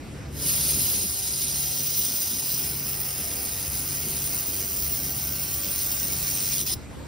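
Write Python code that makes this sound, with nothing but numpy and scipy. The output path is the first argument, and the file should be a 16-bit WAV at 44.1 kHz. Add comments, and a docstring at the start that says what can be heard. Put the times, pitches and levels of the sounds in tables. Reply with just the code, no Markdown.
"""The vapour plume of a handheld laser welder hisses and throbs along a seam in stainless steel, heard close by.
The beam swings to and fro: banded noise swells at each turn, with rings of a steel cup and a buzz at multiples
of the swing. The plume ramps up, sags once near the end and is cut off, with a low thud after it.
Behind it lies the workshop: broad bass-heavy noise, and two motors of nearly equal speed that beat.
In-step and opposed parts are summed and differenced into two microphone ports."""
import sys
import numpy as np
from scipy import signal
from scipy.fft import rfft, irfft, next_fast_len
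from scipy.io import wavfile

SR = 44100
rng = np.random.default_rng(int(sys.argv[2]) if len(sys.argv) > 2 else 0)


def pcm_store(signal):
    """Save signal as 16-bit PCM."""
    levels = np.round(np.clip(np.atleast_2d(signal), -1, 1) * 32767)
    wavfile.write(sys.argv[1], SR, levels.astype(np.int16).T)


N = 311787
T = np.arange(N) / SR


def from_db(db):
    """Decibels to gain."""
    return 10 ** (np.asarray(db) / 20)


def rms_one(x):
    """Scales a signal to rms 1."""
    return x / np.sqrt(np.mean(x ** 2) + 1e-20)


def ramp(start_s, end_s):
    """0 before the start, 1 after the end, straight between."""
    return np.clip((T - start_s) / (end_s - start_s), 0, 1)


def between(values, times):
    """Moves from the first value to the second between two times."""
    return values[0] + (values[1] - values[0]) * ramp(*times)


def in_time(rows):
    """Turns the columns after t/s into automation curves."""
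    s, *columns = np.transpose(rows)
    return [np.interp(T, s, c) for c in columns]


def at_hz(points, hz):
    """Reads a spectrum table on a log frequency axis."""
    point_hz, level_db = np.array(points).T
    return np.interp(np.log(hz + 1e-9), np.log(point_hz), level_db)


def drift(rate_hz):
    """Slow random wander, rms 1: noise at every 40th sample through two equal one-pole low-passes."""
    pole = np.exp(-80 * np.pi * rate_hz / SR)
    noise = rng.standard_normal(N // 40 + 2002)
    slow = signal.lfilter([1], [1, -2 * pole, pole * pole], noise)[2000:]   # run-in dropped
    return np.interp(np.arange(N) / 40, np.arange(len(slow)), rms_one(slow))


def coloured(in_step, opposed, ref_hz, bumps=()):
    """Spectra of an in-step and an opposed noise, scaled so the in-step one has rms 1 inside ref_hz."""
    size = next_fast_len(N)
    hz = np.fft.rfftfreq(size, 1 / SR)
    bumps_db = sum(db * np.exp(-((hz - mid_hz) / width_hz) ** 2) for mid_hz, width_hz, db in bumps)
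    colour_db = np.array([at_hz(in_step, hz), at_hz(opposed, hz)]) + bumps_db
    spec = rfft(rng.standard_normal((2, N)), size) * from_db(colour_db)
    inside = (hz > ref_hz[0]) & (hz < ref_hz[1])
    return hz, spec * size / np.sqrt(2 * np.sum(np.abs(spec[0, inside]) ** 2)), size


def ports(pair):
    """Left is the sum of the in-step and opposed parts, right their difference."""
    in_step, opposed = pair
    return np.array([in_step + opposed, in_step - opposed])


# shop noise that reaches both ports in step: f/Hz, relative level per Hz/dB
SHOP_IN_STEP_SPECTRUM = [(25, -22), (45, -10), (68, 0), (110, -4), (145, -8), (200, -7.5), (300, -10),
                         (400, -13.5), (700, -21), (1200, -27), (2300, -28), (3600, -34), (4700, -34.5),
                         (5700, -33), (6500, -42), (8000, -36), (11000, -41), (13000, -47), (16000, -54)]
# shop noise that reaches the ports out of step: f/Hz, relative level per Hz/dB
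SHOP_OPPOSED_SPECTRUM = [(25, -32), (60, -13), (150, -12), (300, -16), (500, -21), (1000, -29.5),
                         (4400, -39), (5100, -48), (6800, -34), (8500, -42), (16000, -52)]
# level ride on the bass under 130 Hz: t/s, level/dB
SHOP_BASS_RIDE = [(0, -0.5), (1.0, 1), (2.3, -3), (3.4, 2.5), (4.5, 1.5), (7.07, 2)]
# stereo width of the low noise, narrowing in mid seam: t/s, level of the opposed part/dB
SHOP_BASS_WIDTH = [(0, -2), (.9, -2), (1.25, 1), (1.7, -1), (2.3, -5), (2.7, -5), (3.0, -17), (3.4, -18),
                   (3.75, -10), (4.2, -14), (4.75, -8), (5.2, -10), (5.55, 2), (6.0, 0), (6.6, 0),
                   (6.85, 3), (7.07, 3)]
# the upper noise comes up a little around the cut
SHOP_RECOVERS_DB, SHOP_RECOVERS_S = 2, (6.73, 6.76)


def shop():
    """Fans and distant machines: bass-heavy noise, its low width in lumps, each upper band wavering alone."""
    hz, spec, size = coloured(SHOP_IN_STEP_SPECTRUM, SHOP_OPPOSED_SPECTRUM, ref_hz=(160, 500))
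    edges = np.concatenate([[0, 130], np.geomspace(450, 16000, 13)])
    bass, low, *upper = (irfft(spec * (hz >= a) * (hz < b), size)[:, :N] for a, b in zip(edges, edges[1:]))
    bass_db, = in_time(SHOP_BASS_RIDE)
    width_db, = in_time(SHOP_BASS_WIDTH)
    lumpy_width = np.array([np.ones(N), from_db(width_db + 2.2 * drift(6))])
    low_noise = lumpy_width * (from_db(bass_db) * bass + from_db(1.8 * drift(8.0)) * low)
    upper_noise = sum(from_db(2.0 * drift(10)) * band for band in upper)
    upper_width = np.array([np.ones(N), from_db(.2 * width_db)])
    recovery = from_db(SHOP_RECOVERS_DB * ramp(*SHOP_RECOVERS_S))
    return ports(low_noise + upper_noise * upper_width * recovery)


MOTOR_HZ, IN_STEP_S = (70.67, 71.1), .52
# motor hum: multiple of the speed, relative level of the first motor/dB, of the second/dB
MOTOR_HUM = [(1, -48, -55), (2, -47, -46), (3, -63, -61), (4, -64, -58)]


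def motors():
    """Two harmonic hums a fraction of a hertz apart swell and fade as they beat."""
    out = 0
    for k, *levels_db in MOTOR_HUM:
        for hz, level_db in zip(MOTOR_HZ, levels_db):
            out = out + from_db(level_db) * np.cos(2 * np.pi * k * hz * (T - IN_STEP_S) + k ** 2)
    return np.sqrt(2) * out


THUD_S, THUD_HZ, THUD_DB, THUD_T60_S = 6.7635, 105, -23, 0.0993


def thud():
    """A short low ring just after the beam stops: one sine with exponential decay."""
    after_s = np.maximum(T - THUD_S, 0)
    return from_db(THUD_DB - 60 * after_s / THUD_T60_S) * np.sin(2 * np.pi * THUD_HZ * after_s)


SWING_HZ, UNLIKE_S = 96.145, (2.33, 2.93)   # the two turns of the swing grow unlike between these times
MID_SEAM_S = (2.2, 2.7, 4.2, 5.6)   # the buzz takes on its mid-seam colour, then turns to its late one
# the buzz builds once the weld pool has formed, and fades before the end
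BUZZ_START_DB, BUZZ_DB, BUZZ_GROWS_S = -61, -55.5, (1, 1.24)
BUZZ_END_DB, BUZZ_FADES_S = -7.5, (6.35, 6.47)
# buzz partials: multiple of the swing, relative level early/dB, in mid seam/dB, late/dB
BUZZ_PARTIALS = [(2, -16, -0.5, -2.5), (3, -6, -5, 1), (4, 0, 4, -4), (5, -4, 0.5, -5.5), (6, -0.5, -5, 1),
                 (7, -5, -0.5, -5), (8, -0.5, -1.5, 0.5), (9, -3, -2, -9), (10, -9, -8, -16),
                 (12, -19, -8.5, -1.5), (13, -8, -5, -15), (14, -7, -10.5, -5), (16, -8, -12, -3)]


def buzz():
    """Pressure pulses at both turns of the swing; odd multiples sound only as the two turns grow unlike."""
    out = 0
    for k, early_db, mid_db, late_db in BUZZ_PARTIALS:
        share = ramp(*UNLIKE_S) if k % 2 else 1
        waver = rng.uniform(0, 2 * np.pi) + 0.1 * k * drift(1.5)
        level_db = np.interp(T, MID_SEAM_S, [early_db, mid_db, mid_db, late_db]) + 3.0 * drift(3.5)
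        out = out + share * from_db(level_db) * np.sin(2 * np.pi * k * SWING_HZ * T + waver)
    buzz_db = between((BUZZ_START_DB, BUZZ_DB), BUZZ_GROWS_S) + BUZZ_END_DB * ramp(*BUZZ_FADES_S)
    return np.sqrt(2) * from_db(buzz_db) * out


def cup_ring(ring_hz, width_hz):
    """Hiss resonating in the steel cup: low-passed noise pair shifted up to a centre that may move."""
    low_pass = signal.butter(2, width_hz / 2, fs=SR, output="sos")
    a, b = signal.sosfilt(low_pass, rng.standard_normal((2, N)))
    turn = 2 * np.pi * np.cumsum(ring_hz) / SR
    return rms_one(a * np.cos(turn) + b * np.sin(turn))


LOW_RING_HZ, HIGH_RING_HZ, RING_WIDTHS_HZ = 4990, 5950, (280, 280, 260)
# cup rings against the hiss as the gun passes round the cup:
# t/s, low ring level/dB, middle ring f/Hz, middle ring level/dB, high ring level/dB
CUP_RINGS = [(.45, -6, 5190, -7.5, -27), (1.3, -3.5, 5332, -9, -27), (1.7, -8, 5300, -9, -8),
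             (2.1, -4.5, 5340, -4, -3.5), (2.6, -2, 5330, -4.5, -7), (3.0, -5, 5250, -3, -30),
             (3.8, -4.5, 5150, -11, -12), (4.1, -6, 5390, -17, -11), (4.4, -8.5, 5660, -27, -15),
             (4.8, -6, 5590, -6, -12), (5.2, -7, 5470, -4.5, -11), (6.0, -14, 5400, -6.5, -24),
             (6.3, -18, 5440, -6, -27), (6.64, -8, 5460, -6, -1), (6.69, -10, 5250, -1, -21),
             (6.74, -3, 5250, 5, -22)]


def cup_rings(throb_db):
    """Three resonances of the steel cup, throbbing with the plume; only the middle one glides."""
    low_db, middle_hz, middle_db, high_db = in_time(CUP_RINGS)
    centres_hz, levels_db = (LOW_RING_HZ, middle_hz, HIGH_RING_HZ), (low_db, middle_db, high_db)
    out = np.zeros(N)
    for ring_hz, ring_db, width_hz in zip(centres_hz, levels_db, RING_WIDTHS_HZ):
        gain = from_db(ring_db + throb_db + 0.39 * drift(19.7))
        out += gain * cup_ring(ring_hz * np.ones(N), width_hz)
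    return out


TURN_SHARPNESS = 2.2
# each turn: place in the cycle, and throb in dB while the turns are alike and once they are unlike
FAR_TURN, FAR_THROB_DB, NEAR_TURN, NEAR_THROB_DB = 0.884, (4, 7.5), 0.43, (4, 3.5)


def turn_pulse(place):
    """A bump of height 1 each time the swing passes a place in its cycle."""
    return np.exp(TURN_SHARPNESS * (np.cos(2 * np.pi * (SWING_HZ * T - place)) - 1))


def throb():
    """Level swing of the vapour in dB: a swell at each end of the beam's travel, roughened by drift."""
    far_db = between(FAR_THROB_DB, UNLIKE_S) * turn_pulse(FAR_TURN)
    near_db = between(NEAR_THROB_DB, UNLIKE_S) * turn_pulse(NEAR_TURN)
    return far_db + near_db - np.mean(far_db + near_db) + 1.3 * drift(60)


# ride on the lower hiss: t/s, level under 2.3 kHz/dB, level near 3.5 kHz/dB
LOWER_HISS_RIDE = [(.45, -0.5, 2), (.95, -2, 3), (1.3, -2.5, 1.5), (2.0, -1.5, 2), (2.5, 1, 2), (2.8, 6, 1),
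                   (3.6, 5, 0), (4.8, 3, 0), (5.6, 3, 1), (6.0, 2.5, -1), (6.4, 2.5, 0.5), (6.66, -1, 1.5),
                   (6.74, -1.5, 5)]
# ride on the treble: t/s, level near 11 kHz/dB, level near 15 kHz/dB
TREBLE_RIDE = [(.5, 3.5, -3), (.9, 4.5, 0), (1.3, 1, -5), (2.0, -2, 3), (2.8, 3, 6), (3.6, 3, 0.5),
               (4.8, 0, 6), (5.8, -1, 5), (6.3, -3, 3), (6.7, 0, 0)]
# opposed hiss against in-step hiss: t/s, level near 4 kHz/dB, level near 15 kHz/dB
HISS_WIDTH_RIDE = [(.45, 4, 3), (1.3, 5, 10), (2.5, -2, -13), (3.2, -5, 2), (4.5, -14, 2), (5.8, 1, -6),
                   (6.74, -1, 0.5)]


def hiss_colour(high_hz):
    """Level ride in dB, in-step and opposed, of the hiss band whose upper edge is high_hz."""
    roar_db, body_db = in_time(LOWER_HISS_RIDE)
    sheen_db, top_db = in_time(TREBLE_RIDE)
    wide_db, wide_top_db = in_time(HISS_WIDTH_RIDE)
    roar = np.interp(high_hz, [2300, 3900], [1, 0])
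    body = np.interp(high_hz, [2300, 3000, 4300, 4700], [0, 1, 1, 0])
    sheen = np.interp(high_hz, [9500, 10500, 12500, 14000], [0, 1, 1, 0])
    top = np.interp(high_hz, [12500, 14000], [0, 1])
    wide = np.interp(high_hz, [3300, 3800, 5000, 5500], [0, 1, 1, 0])
    both_db = roar * roar_db + body * body_db + sheen * sheen_db + top * top_db
    return np.array([both_db, both_db + wide * wide_db + top * wide_top_db])


# hiss that reaches both ports in step: f/Hz, relative level per Hz/dB
HISS_IN_STEP_SPECTRUM = [(500, -20), (2600, -11), (3400, -10), (4100, -5), (6100, -2), (6800, -10),
                         (7100, -45), (8000, -45), (8300, -8), (9000, -2), (11400, -1), (12200, -6),
                         (13100, -2), (14300, 1), (14800, -1), (15400, 5)]
# hiss that reaches the ports out of step: f/Hz, relative level per Hz/dB
HISS_OPPOSED_SPECTRUM = [(500, -24), (2100, -26), (2700, -15), (3500, -24), (4300, -15), (4650, -16),
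                         (4950, -42), (5500, -30), (5900, -4), (6800, 0), (8000, -2), (8800, -8),
                         (10100, -1), (10400, -3), (10900, -16), (12200, 1), (13200, -8), (14300, -4),
                         (15500, -12)]
# peaks and dips from echoes off the steel parts: f/Hz, width/Hz, level/dB
STEEL_ECHOES = [(1714, 114, -4), (4415, 56, -11), (2874.7, 285.7, 1), (9405.8, 246, 6.5),
                (9980, 244, -12.5), (12060, 99, -24), (13540, 280, -25)]
# strength of the plume along the seam: t/s, level/dB
PLUME_STRENGTH = [(.46, -33.5), (.96, -35), (1.3, -32), (1.6, -32), (2.06, -32), (2.35, -34.5),
                  (2.64, -35.5), (2.74, -39.5), (3.3, -38.5), (4.26, -37), (5.1, -38.5), (5.6, -37.5),
                  (5.8, -36), (6.0, -36), (6.3, -34), (6.62, -32.5), (6.67, -32.5), (6.72, -33)]


def plume():
    """Turbulent vapour: noise in bands that throb with the swing and flicker on their own, plus cup rings."""
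    throb_db = throb()
    hz, spec, size = coloured(HISS_IN_STEP_SPECTRUM, HISS_OPPOSED_SPECTRUM, (2000, 6300), STEEL_ECHOES)
    edges = np.concatenate([[0], np.geomspace(600, 16000, 45)])
    out = np.zeros((2, N))
    for low, high in zip(edges, edges[1:]):
        band = irfft(spec * ((hz >= low) & (hz < high)), size)[:, :N]
        depth = np.interp(high, [1500, 4000, 12000], [.2, .9, .55])   # throb deepest near 4 kHz
        flicker_db = np.interp(high, [1000, 2500, 6000, 9000, 13000], [2.2, 2.2, 1.6, 2.9, 2.4])
        flicker = flicker_db * np.array([drift(17.4), drift(10)])
        out += band * from_db(hiss_colour(high) + depth * throb_db + flicker)
    out[0] += cup_rings(throb_db)
    strength_db, = in_time(PLUME_STRENGTH)
    return from_db(strength_db) * ports(out)


IGNITE_S, RAMP_S, RAMP_POWER = 0.3, 0.18, 1.7   # the beam fires and its power ramps up
# the plume sags once just before the end, then catches again
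FALTER_S, FALTER_FADE_S, FALTER_DB, CATCH_S = 6.654, .04, -11, .012
CUT_S, CUT_DB_PER_S = 6.739, 1700   # the trigger is released and the plume collapses
TAIL_DB, TAIL_DB_PER_S = -13, 550   # the room rings out after the cut


def firing():
    """Gain of the beam: ramp up, one falter, sudden cut with a short tail."""
    falter = ramp(FALTER_S - FALTER_FADE_S, FALTER_S) - ramp(FALTER_S, FALTER_S + CATCH_S)
    after_s = np.maximum(T - CUT_S, 0)
    tail_db = TAIL_DB - TAIL_DB_PER_S * after_s
    cut_db = np.where(after_s > 0, np.maximum(-CUT_DB_PER_S * after_s, tail_db), 0)
    return ramp(IGNITE_S, IGNITE_S + RAMP_S) ** RAMP_POWER * from_db(FALTER_DB * falter + cut_db)


SHOP_DB, MOTORS_DB = -42.5, 0.5   # background faders
# the whole scene drops in level, then creeps part of the way back
DROP_S, DROP_LENGTH_S, DROP_DB, SETTLE_DB, RETURN_S = 0.95, 0.14, -5, -3, 1.2


def scene():
    """Plume and buzz sound while the beam fires, over the shop and its motors."""
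    background = from_db(SHOP_DB) * shop() + from_db(MOTORS_DB) * motors()
    weld = firing() * (plume() + buzz())
    creep_db = SETTLE_DB + (DROP_DB - SETTLE_DB) * np.exp((DROP_S - T) / RETURN_S)
    drop_db = ramp(DROP_S, DROP_S + DROP_LENGTH_S) * creep_db
    return from_db(drop_db) * (weld + thud() + background)


def record(dry):
    """Cuts the top steeply above 15.6 kHz with an elliptic low-pass."""
    return signal.sosfilt(signal.ellip(12, .5, 80, 15600, fs=SR, output="sos"), dry)


dry = scene()
out = record(dry)
pcm_store(out)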